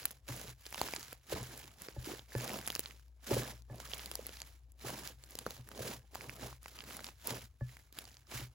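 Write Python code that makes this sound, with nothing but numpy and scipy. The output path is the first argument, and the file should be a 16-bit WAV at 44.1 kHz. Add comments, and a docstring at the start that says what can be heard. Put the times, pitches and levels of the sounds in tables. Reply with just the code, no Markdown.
"""At a wooden table top, close to a pair of microphone ports, hands knead thick beaded slime.
A low tone of two sines, stronger during strokes and knocks, lies over coloured rumble and white hiss.
Knocks of palms and slime excite decaying board modes; noise keeps the main mode trembling.
Squeezed folds squelch as clumped low ringing grains and short swelling tones; sticky film crackles
as brighter grains over noise; bursting air pops as a snap, a spit and a ringing pocket."""
import sys
import numpy as np
from scipy import signal
from scipy.fft import rfft, irfft, next_fast_len
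from scipy.io import wavfile

SR = 44100
rng = np.random.default_rng(int(sys.argv[2]) if len(sys.argv) > 2 else 0)


def file_out(sig):
    """Save sig as 16-bit WAV at sys.argv[1]."""
    # one column per channel
    cols = np.atleast_2d(sig).T
    # limit, then scale
    lim = np.clip(cols, -1, 1)
    pcm = np.round(lim * 32767).astype(np.int16)
    wavfile.write(sys.argv[1], SR, pcm)


N = 376613


def amp(db):
    """Logarithmic level: the gain of a level in dB."""
    return 10 ** (np.asarray(db) / 20)


def rms_one(x):
    """Power normalisation: scaled to rms 1."""
    return x / np.sqrt(np.mean(x ** 2) + 1e-20)


def peak_one(x):
    """Peak normalisation: each row scaled to peak 1."""
    return x / np.abs(x).max(axis=-1, keepdims=True)


def along(points, hz):
    """Logarithmic frequency scale: a table of (frequency [Hz], value) interpolated on it."""
    at, value = np.transpose(points)
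    return np.interp(np.log(hz + 1), np.log(at + 1), value)


def colour(x, spectrum):
    """Minimum-phase filtering: a folded cepstrum gives the spectrum without sound before a click."""
    hz = np.fft.rfftfreq(2048, 1 / SR)
    cepstrum = irfft(np.log(amp(along(spectrum, hz))))
    cepstrum[1:1024] *= 2
    cepstrum[1025:] = 0
    impulse_response = irfft(np.exp(rfft(cepstrum)))
    return signal.oaconvolve(x, impulse_response[None])[:, :N]


def drift(rate_hz):
    """Low-passed noise: a slow random fluctuation of rms 1."""
    r = np.exp(-2 * np.pi * rate_hz / SR)
    slow = signal.lfilter([1], [1, -2 * r, r * r], rng.standard_normal(N + SR))
    return rms_one(slow[SR:])  # the first second lets the filter settle


def ring(x, hz, t60):
    """Damped resonance: a unit click starts a sine of height 1 that falls 60 dB in t60 seconds."""
    r, w = amp(-60 / (t60 * SR)), 2 * np.pi * hz / SR
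    return signal.lfilter([0, np.sin(w)], [1, -2 * r * np.cos(w), r * r], x + 1e-18)


def grains(per_s, spread_db, clump_db, low_hz, high_hz, cycles):
    """Clustered shot noise: random clicks ring a few cycles; row 1 deals other pitches; rms 1."""
    excess = np.minimum(rng.exponential(1, N), 4)
    sizes = amp(spread_db * excess) * rng.choice([-1, 1], (2, N))
    born = rng.random(N) < per_s / SR * amp(clump_db * drift(25))
    dealt = rng.integers(0, 10, (2, N))
    total = 0
    for k, hz in enumerate(np.geomspace(low_hz, high_hz, 10)):
        clicks = sizes * born * (dealt == k)
        total = total + ring(clicks, hz, cycles / hz) * np.sqrt(hz)
    return rms_one(total)


def hiss():
    """White noise: equal power at all frequencies, independent at the two ports."""
    return amp(-99) * rng.standard_normal((2, N))


# spectral shape of the rumble: (frequency [Hz], relative level [dB per Hz])
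RUMBLE_SPECTRUM = [(25, -7.5), (45, 2), (90, 4), (200, -30), (500, -49)]


def rumble():
    """Coloured noise: a faint, steady random signal with its power in the bass."""
    return amp(-68) * rms_one(colour(rng.standard_normal((2, N)), RUMBLE_SPECTRUM))


# low tone and octave: (frequency [Hz], relative level [dB])
TONE_PARTIALS = [(59.3, -1), (118.6, -25)]
# strength of the low tone: (time [s], level [dB])
TONE_LEVEL = [(0.0, -69.5), (0.28, -59), (1.19, -68), (1.24, -82), (1.31, -56), (1.85, -71), (1.99, -54),
              (2.04, -61.5), (3.92, -56), (6.23, -63.5), (6.28, -58), (7.23, -63.5), (7.35, -56),
              (7.56, -68), (7.63, -60.5), (8.28, -66), (8.37, -56), (8.54, -69)]


def low_tone():
    """Harmonic addition: a low tone and its octave share a slightly unsteady time base."""
    t = np.arange(N) / SR
    level_db = np.interp(t, *np.transpose(TONE_LEVEL))
    unsteady_t = t + 0.00028 * drift(3.9)
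    tone = sum(amp(db) * np.sin(2 * np.pi * hz * unsteady_t) for hz, db in TONE_PARTIALS)
    return amp(level_db) * np.sqrt(2) * tone


# blows of palms and slime: (time [s], blow level [dB], then relative levels of the
# lowest mode below 100 Hz [dB], middle modes 250-1000 Hz [dB], top modes from 1000 Hz [dB])
KNOCKS = [(0.29, -37, -5, -7, -9), (0.47, -44, -10, -12, -25), (1.318, -41.5, 5.5, 8, -15),
          (1.399, -38, -6, -9, -6), (1.961, -36.5, 4.5, 0, -14.5), (2.349, -30.5, -21, -0.5, -1),
          (3.314, -29, -19, 5, -10), (3.365, -30, -16, 3.5, -9), (3.696, -37.5, -4, -3, -7.5),
          (4.844, -40, -12, -11, -7), (5.583, -43, -5, -12, -28), (5.792, -38, -27, 0, -23),
          (6.265, -45, -8, -12, -25), (6.42, -43, -9, -6, -15), (7.305, -38.5, -12, -4, -11),
          (7.43, -48.5, -10, -15, -25), (7.607, -30, -11, -7.5, -10), (8.339, -37.5, -12, -9, -3),
          (8.41, -39, -12, -2, -13)]
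# modes of the table top: (frequency [Hz], relative level [dB], decay time t60 [s])
BOARD_MODES = [(75, 3, .12), (124, 3, .24), (172, -8, .1), (230, -5, .06), (320, -5, .05), (570, -4, .07),
               (856, -10, .05), (1130, -14, .06), (1725, -12, .2), (1780, -17, .12)]
BENDING_SPREAD = .07  # delay [s] times the root of frequency [Hz]


def table(shake_db):
    """Modal superposition with dispersion: blows excite every mode, slow bass bending waves last."""
    s, blow_db, lowest_db, middle_db, top_db = np.transpose(KNOCKS)
    knocks = 0
    for hz, mode_db, t60 in BOARD_MODES:
        # place and softness of the blow
        if hz < 100:
            reach_db = lowest_db
        elif hz < 250:
            reach_db = 0
        elif hz < 1000:
            reach_db = middle_db
        else:
            reach_db = top_db
        arrival = s + BENDING_SPREAD / np.sqrt(hz)
        clicks = np.zeros(N)
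        chance_db = rng.normal(0, 1, len(s))
        clicks[np.round(arrival * SR).astype(int)] = amp(blow_db + mode_db + reach_db + chance_db)
        swell = np.exp(-hz * 6 / SR)  # the mode builds up over part of a cycle
        soft_blows = signal.lfilter([1 - swell], [1, -swell], clicks)
        knocks = knocks + ring(soft_blows, hz, t60)
    # kneading keeps the main mode trembling
    main_hz, tremble_t60 = BOARD_MODES[1][0], .16
    push = rng.standard_normal(N)
    steady = np.std(ring(push, main_hz, tremble_t60))
    return knocks + ring(amp(shake_db) * push, main_hz, tremble_t60) / steady


# strokes of the hands: (start [s], crest [s], let-go [s], crackle at crest [dB], squelch at crest [dB],
# crackle climb to the crest [dB], crackle sag [dB/s], release [dB/s], relative share of small pops)
STROKES = [(-.1, 0, 0.11, -53.5, -64, 10, 23, 200, .5), (0.265, 0.287, 0.51, -46.5, -51.5, 19, 24, 500, .1),
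           (.58, 0.824, 1.138, -44.5, -51.5, 22, 42, 250, 3.0),
           (1.23, 1.326, 1.483, -43.5, -41.5, 28, 71, 197, .1),
           (1.464, 1.521, 1.71, -53, -56, 17, 46, 100, .6),
           (1.773, 1.819, 1.917, -53, -56, 13, 59, 150, .5),
           (1.988, 2.091, 2.187, -45.5, -47, 13.5, 101, 200, .1),
           (2.292, 2.4, 2.578, -48, -49.5, 13, -8, 200, 1.5),
           (2.581, 2.654, 2.89, -50.5, -59.5, 32, 24, 120, 2.5),
           (3.236, 3.323, 3.502, -39, -37.5, 18, 52.5, 221, .05),
           (3.702, 3.713, 3.74, -64.5, -55.5, 6, 18, 96, .1),
           (3.751, 3.88, 4.49, -49.5, -56, 12.5, 16.5, 127, 3.0),
           (4.796, 4.853, 5.094, -45, -47, 17.5, 28.5, 305, .1),
           (5.195, 5.4, 5.41, -55.5, -59, 13.5, 12.5, 150, 1.2),
           (5.456, 5.47, 5.6, -52.5, -52, 4.5, 83, 150, .6),
           (5.659, 5.726, 5.78, -58, -56, 10, 10, 200, .4),
           (5.761, 5.857, 5.94, -44.5, -45.5, 10, 25, 367, .2),
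           (6.113, 6.14, 6.36, -55, -58, 13.5, 2, 202, 1.2),
           (6.351, 6.438, 6.55, -45.5, -46.5, 17.5, 118, 400, .05),
           (6.63, 6.895, 7.08, -51.5, -58.5, 11, 9, 218, 2.5),
           (7.185, 7.288, 7.45, -42, -44, 25, 80, 502, .05), (7.609, 7.733, 7.82, -61, -71, 9, 55, 98, .5),
           (7.936, 7.985, 8.2, -53, -58.5, 14, 72, 82, .8),
           (8.265, 8.326, 8.43, -46, -51, 19, 42, 323, .05)]
ONSET_DB_PER_S, REST_DB = 504, -83  # edge at the start; level between strokes
LINGER_DB, LINGER_DB_PER_S = -15.5, 113  # faint settling after let-go
SQUELCH_SWING = 1.67  # the squelch climbs and sags this many times more than the crackle


def kneading():
    """Power addition of envelopes: strokes climb, sag and release, giving crackle and squelch in dB."""
    t = np.arange(0, N + 64, 64) / SR
    power = amp(REST_DB) ** 2
    for start, crest, end, crackle_db, squelch_db, climb_db, sag, release, _ in STROKES:
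        to_crest = np.clip((crest - t) / max(crest - start, 1e-3), 0, 1)
        past_crest = np.clip(t - crest, 0, max(end - crest, 0))
        shape_db = -climb_db * to_crest - sag * past_crest
        after = np.clip(t - end, 0, None)
        onset_db = -ONSET_DB_PER_S * np.clip(start - t, 0, None)
        release_db = np.maximum(-release * after, LINGER_DB - LINGER_DB_PER_S * after)
        edges_db = onset_db + release_db
        levels_db = [crackle_db + shape_db + edges_db,
                     squelch_db + SQUELCH_SWING * shape_db + edges_db]
        power = power + amp(levels_db) ** 2
    return [np.interp(np.arange(N) / SR, t, db) for db in 10 * np.log10(power)]


def small_pops(crackle_db, count=180):
    """Random event process: further pockets burst during strokes; peaks follow the crackle level."""
    start, _, end, *_, share = np.transpose(STROKES)
    draw = rng.random((count, 4))
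    chance_db = 5 * rng.standard_normal((count, 3))
    cumulative_share = np.cumsum(np.abs(share)) / np.abs(share).sum()
    stroke = np.searchsorted(cumulative_share, draw[:, 0] * .999)
    s = np.clip(start[stroke] + draw[:, 1] * (end - start)[stroke], 0, None)
    over_crackle_db = chance_db + [7.5, 9.5, -5.5]  # snap, spit, pocket
    snap_db, spit_db, pocket_db = crackle_db[(s * SR).astype(int)] + over_crackle_db.T
    snap_hz, pocket_hz = 1500 * 5 ** draw[:, 2], 400 * 4 ** draw[:, 3]
    return list(zip(s, snap_db, snap_hz, spit_db, pocket_db, pocket_hz))


# spectral shape of the squelch: (frequency [Hz], relative level [dB per Hz])
SQUELCH_SPECTRUM = [(120, -15), (200, -2.5), (300, -3.5), (450, -2.5), (700, -3), (1100, -4.5), (1800, -34)]
# the largest folds gulping air: (time of the crest [s], peak level [dB], pitch [Hz])
GULPS = [(0.2898, -42, 543), (.303, -43, 265), (.4542, -46.5, 490), (.9832, -47, 325), (1.327, -28.5, 454),
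         (1.3418, -34.5, 430), (2.075, -36, 331), (2.0932, -41, 398), (2.118, -35.5, 344),
         (2.1383, -38.5, 400), (3.314, -23, 400), (3.368, -26, 483), (3.333, -36, 300), (3.3838, -38, 326),
         (3.399, -34, 357), (3.4574, -43, 600), (4.1944, -35, 500), (4.8491, -41, 366), (4.8723, -39, 490),
         (5.793, -36, 560), (5.807, -34, 503.5), (5.8638, -43, 387), (5.916, -47, 420), (6.4249, -44, 296),
         (6.461, -43, 626), (7.2831, -44, 615), (8.341, -45, 396), (8.4, -44.5, 280)]


def squelch(level_db):
    """Resonance of wet folds: low blips ring; the largest gulps swell and fade within a few cycles."""
    blips = grains(1100, spread_db=3.5, clump_db=4.5, low_hz=168.7, high_hz=1235, cycles=10.8)
    out = amp(level_db) * rms_one(colour(blips, SQUELCH_SPECTRUM))
    t = np.arange(-600, 600) / SR
    for s, peak_db, hz in GULPS:
        swell = np.exp(-(t * hz / np.where(t < 0, .9, 1.4)) ** 2)  # rises faster than it fades
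        tone = np.cos(2 * np.pi * hz * t - [[0], [np.pi / 2]])
        i = round(s * SR)
        out[:, i - 600:i + 600] += amp(peak_db) * swell * tone
    return out


# spectral shape of the crackle: (frequency [Hz], relative level [dB per Hz])
CRACKLE_SPECTRUM = [(400, -20), (800, -8), (1500, -2), (3000, -3), (6000, -3.5), (10000, -5), (16000, -5)]


def crackle(level_db):
    """Superposed impulses: film snaps and small bubbles ring over a fizz of countless smaller ones."""
    snaps = grains(700, spread_db=3.5, clump_db=7, low_hz=900, high_hz=16000, cycles=0.95)
    bubbles = grains(700, spread_db=4.5, clump_db=4.5, low_hz=700, high_hz=9440, cycles=24.0)
    fizz = amp(3.0 * drift(45)) * rng.standard_normal((2, N))
    mix = amp(-1.0) * snaps + amp(-6.0) * bubbles + fizz
    return amp(level_db) * rms_one(colour(mix, CRACKLE_SPECTRUM))


# individually placed bursting air pockets, loud and faint: (time [s], snap peak [dB],
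# snap centre [Hz], spit peak [dB], pocket peak [dB], starting pocket pitch [Hz])
PLACED_POPS = [(.0303, -36, 4500, -54, -39, 1610), (0.0543, -14, 7200, -12.5, -67, 1520),
               (0.108, -35, 3700, -33, -56, 640), (.1128, -49, 7490, -31.5, -55, 700),
               (0.364, -46, 7490, -32, -49, 610), (.4142, -39, 3520, -32, -60, 330),
               (.665, -31, 5700, -51, -44.5, 480), (0.7261, -35, 2240, -30, -41, 856),
               (0.7445, -28, 2710, -31, -34.5, 980), (.758, -43, 7490, -31, -39, 940),
               (.7786, -32, 3090, -36, -53, 1500), (.815, -17.5, 7300, -18, -17.5, 900),
               (.8861, -37, 2280, -47, -34, 1060), (0.9365, -25, 2450, -29, -36.5, 630),
               (0.9628, -24, 7490, -49, -51, 680), (0.9945, -39, 5900, -34, -56, 800),
               (1.029, -32, 6600, -56, -68, 680), (1.129, -43.5, 5600, -30, -42, 577),
               (1.4299, -49, 7490, -29.5, -64, 330), (1.5774, -64, 7490, -33, -48, 600),
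               (1.641, -42, 2730, -40.5, -51, 1250), (1.6782, -39, 7600, -40, -48.5, 950),
               (1.8854, -30.5, 2080, -56, -33.5, 457), (2.1934, -35.5, 3550, -53, -65, 540),
               (2.3514, -33, 1560, -52, -26.5, 490), (2.4091, -29.5, 6800, -48, -40, 450),
               (2.444, -50, 7490, -25.5, -41, 970), (2.4934, -30, 2180, -33, -50.5, 670),
               (2.534, -38, 1510, -27.5, -55, 756), (2.5823, -34, 7490, -29, -51, 328),
               (2.588, -37, 7490, -34, -40, 1000), (2.6658, -52, 7400, -28, -59, 660),
               (2.676, -26.5, 3400, -19.5, -40, 820), (2.7026, -22.5, 3300, -23, -49, 1500),
               (2.72, -35, 4680, -32, -56, 1400), (2.752, -18, 5440, -18.5, -54, 1500),
               (2.7612, -27.5, 2750, -27, -54, 1490), (2.7936, -18, 8300, -15.5, -34, 474),
               (2.8045, -39, 5700, -27, -52, 330), (2.859, -28.5, 4270, -47, -49, 1090),
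               (2.9091, -37.5, 2800, -53, -65, 1030), (2.996, -51, 6100, -50, -52, 1490),
               (3.081, -61.5, 5032, -61, -76.5, 1500), (3.6211, -43.5, 6300, -49, -66, 330),
               (3.8015, -30.5, 5760, -31, -40, 800), (3.935, -24.5, 3250, -46, -37, 650),
               (3.9831, -52, 7130, -31.5, -63, 330), (3.9942, -32, 3320, -50, -52, 1500),
               (4.0592, -24, 7350, -26, -53, 920), (4.1145, -27.5, 3150, -24.5, -38.5, 490),
               (4.1542, -24, 5560, -22, -37.5, 800), (4.2671, -32, 7490, -21.5, -49, 433),
               (4.2922, -36.5, 2960, -40, -41.5, 546), (4.37, -37, 4800, -53, -68, 330),
               (4.418, -28, 7050, -54, -47, 1040), (4.7197, -73, 1550, -46.5, -69, 334),
               (4.9032, -49, 1520, -28.5, -32, 798), (5.0747, -27, 6130, -28, -63, 1430),
               (5.2382, -36, 7350, -69, -63, 580), (5.3078, -50, 7600, -34, -60, 327),
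               (5.3532, -33, 5530, -31, -41, 474), (5.3887, -22.5, 8300, -41, -64, 710),
               (5.4645, -27, 1300, -30, -26, 510), (5.507, -29, 6900, -28.5, -45, 1270),
               (5.689, -52, 7490, -32, -42, 1500), (5.7158, -39, 2900, -48, -38, 1280),
               (6.1499, -29, 7560, -30, -40, 1350), (6.1552, -28.5, 7700, -29, -30.5, 900),
               (6.209, -35, 2350, -46, -63, 1500), (6.242, -36, 1540, -49, -34, 1070),
               (6.2952, -28, 2520, -43, -60, 1500), (6.528, -42.5, 1200, -55, -48, 1000),
               (6.6308, -59, 7490, -39, -66, 550), (6.659, -36.5, 1810, -42, -34.5, 1050),
               (6.7889, -30.5, 2740, -49, -37.5, 1055), (6.8055, -33, 3100, -55, -43, 1500),
               (6.8393, -37, 7490, -34, -45, 1180), (6.9082, -39, 3240, -55, -37.5, 1510),
               (6.968, -35, 7490, -29.5, -44, 1133), (6.9928, -42, 2090, -57, -33.5, 1510),
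               (7.0437, -29, 4020, -29.5, -40, 940), (7.0672, -30.5, 5570, -42, -53, 895),
               (7.0881, -37.5, 2760, -53, -36.5, 1030), (7.2721, -26, 7290, -13, -48, 328),
               (7.693, -47, 2300, -59, -64, 1200), (7.769, -42.5, 2520, -46, -55, 1000),
               (7.926, -39.5, 7700, -36.5, -58, 353), (7.9876, -28, 3380, -26, -47, 790),
               (8.0532, -34.5, 7200, -60, -53, 1150), (8.169, -41, 5930, -77, -78, 1540)]


def pops(crackle_db):
    """Impulsive excitation: a burst snaps and spits; the emptying pocket rings, sagging in pitch."""
    rows = PLACED_POPS + small_pops(crackle_db)
    out = np.zeros((2, N + 1000))
    t = np.arange(1000) / SR
    noise = rng.standard_normal((len(rows), 2, 1000))
    bright = signal.butter(2, [7000, 14800], "band", fs=SR)
    tail = np.exp(-t / .0004) + amp(-15) * np.exp(-t / .0025)
    envelope = np.minimum(t / .0001, 1) * tail
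    for (s, snap_db, snap_hz, spit_db, pocket_db, pocket_hz), burst in zip(rows, noise):
        ragged = burst * envelope
        own_pitch = peak_one(ring(ragged, snap_hz, 8.3 / snap_hz))
        broad_crack = peak_one(ring(ragged, 4700, 0.0043))
        snap = peak_one(own_pitch + 0.37 * broad_crack)
        spit = peak_one(signal.lfilter(*bright, ragged))
        phase = 2 * np.pi * pocket_hz * t * (1 - 15 * t) + [[0], [np.pi / 2]]
        pocket = peak_one(np.sin(phase) * np.exp(-t * pocket_hz / 0.82))
        i = round(s * SR)
        out[:, i:i + 1000] += amp(snap_db) * snap + amp(spit_db) * spit + amp(pocket_db) * pocket
    return out[:, :N]


# phase lead of the left port over the right: (frequency [Hz], lead [rad])
LEFT_LEAD = [(0, 0), (900, -.6), (6000, -.8), (7300, .3), (8500, 3.1), (11000, 6.2), (13500, 9.4),
             (16000, 12.4)]
# likeness of the two ports: (frequency [Hz], coherence [0-1])
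LIKENESS = [(60, .97), (300, .95), (800, .85), (1300, .6), (3000, .6), (7000, .65), (8500, .98),
            (10000, .8), (13500, .98), (15000, .8)]
# level of the left port over the right: (frequency [Hz], level difference [dB])
LEFT_OVER_RIGHT = [(60, 4.5), (180, -1.5), (550, -2), (1650, -2.5), (4970, -3.5), (15000, 1)]


def ports(x):
    """Partial coherence: direct sound (row 0) plus or minus scatter off hands and table (row 1)."""
    size = next_fast_len(N + 4000)
    hz = np.fft.rfftfreq(size, 1 / SR)
    direct, scattered = rfft(x, size)
    alike = np.clip(along(LIKENESS, hz), 0, 1)
    mid = np.sqrt((1 + alike) / 2) * direct
    side = np.sqrt((1 - alike) / 2) * scattered
    # the body shifts the phase; each port takes half of every difference
    half_lead = .5j * np.interp(hz, *np.transpose(LEFT_LEAD))
    turn = amp(along(LEFT_OVER_RIGHT, hz) / 2) * np.exp(half_lead)
    return irfft(np.array([(mid + side) * turn, (mid - side) / turn]), size)[:, :N]


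def scene():
    """Linear superposition: all sources reach both ports; board and low tone scatter nothing."""
    crackle_db, squelch_db = kneading()
    # the tremble follows 0.6 of the squelch swing with a 41 ms lag: -65 dB at a squelch of -60 dB
    r = np.exp(-1 / (0.041 * SR))
    shake_db = -65 + .6 * signal.lfilter([1 - r], [1, -r], squelch_db + 60)
    solid = (table(shake_db) + low_tone()) * [[1], [0]]
    slime = squelch(squelch_db) + crackle(crackle_db) + pops(crackle_db)
    return ports(rumble() + solid + slime) + hiss()


def record(dry):
    """Band limiting: the deep bass falls away below 44 Hz and the top is cut by 60 dB at 17 kHz."""
    high_pass = signal.butter(6, 44, "high", fs=SR, output="sos")
    low_pass = signal.cheby2(12, 60, 17000, fs=SR, output="sos")
    return signal.sosfilt(low_pass, signal.sosfilt(high_pass, dry))


dry = scene()
out = record(dry)
file_out(out)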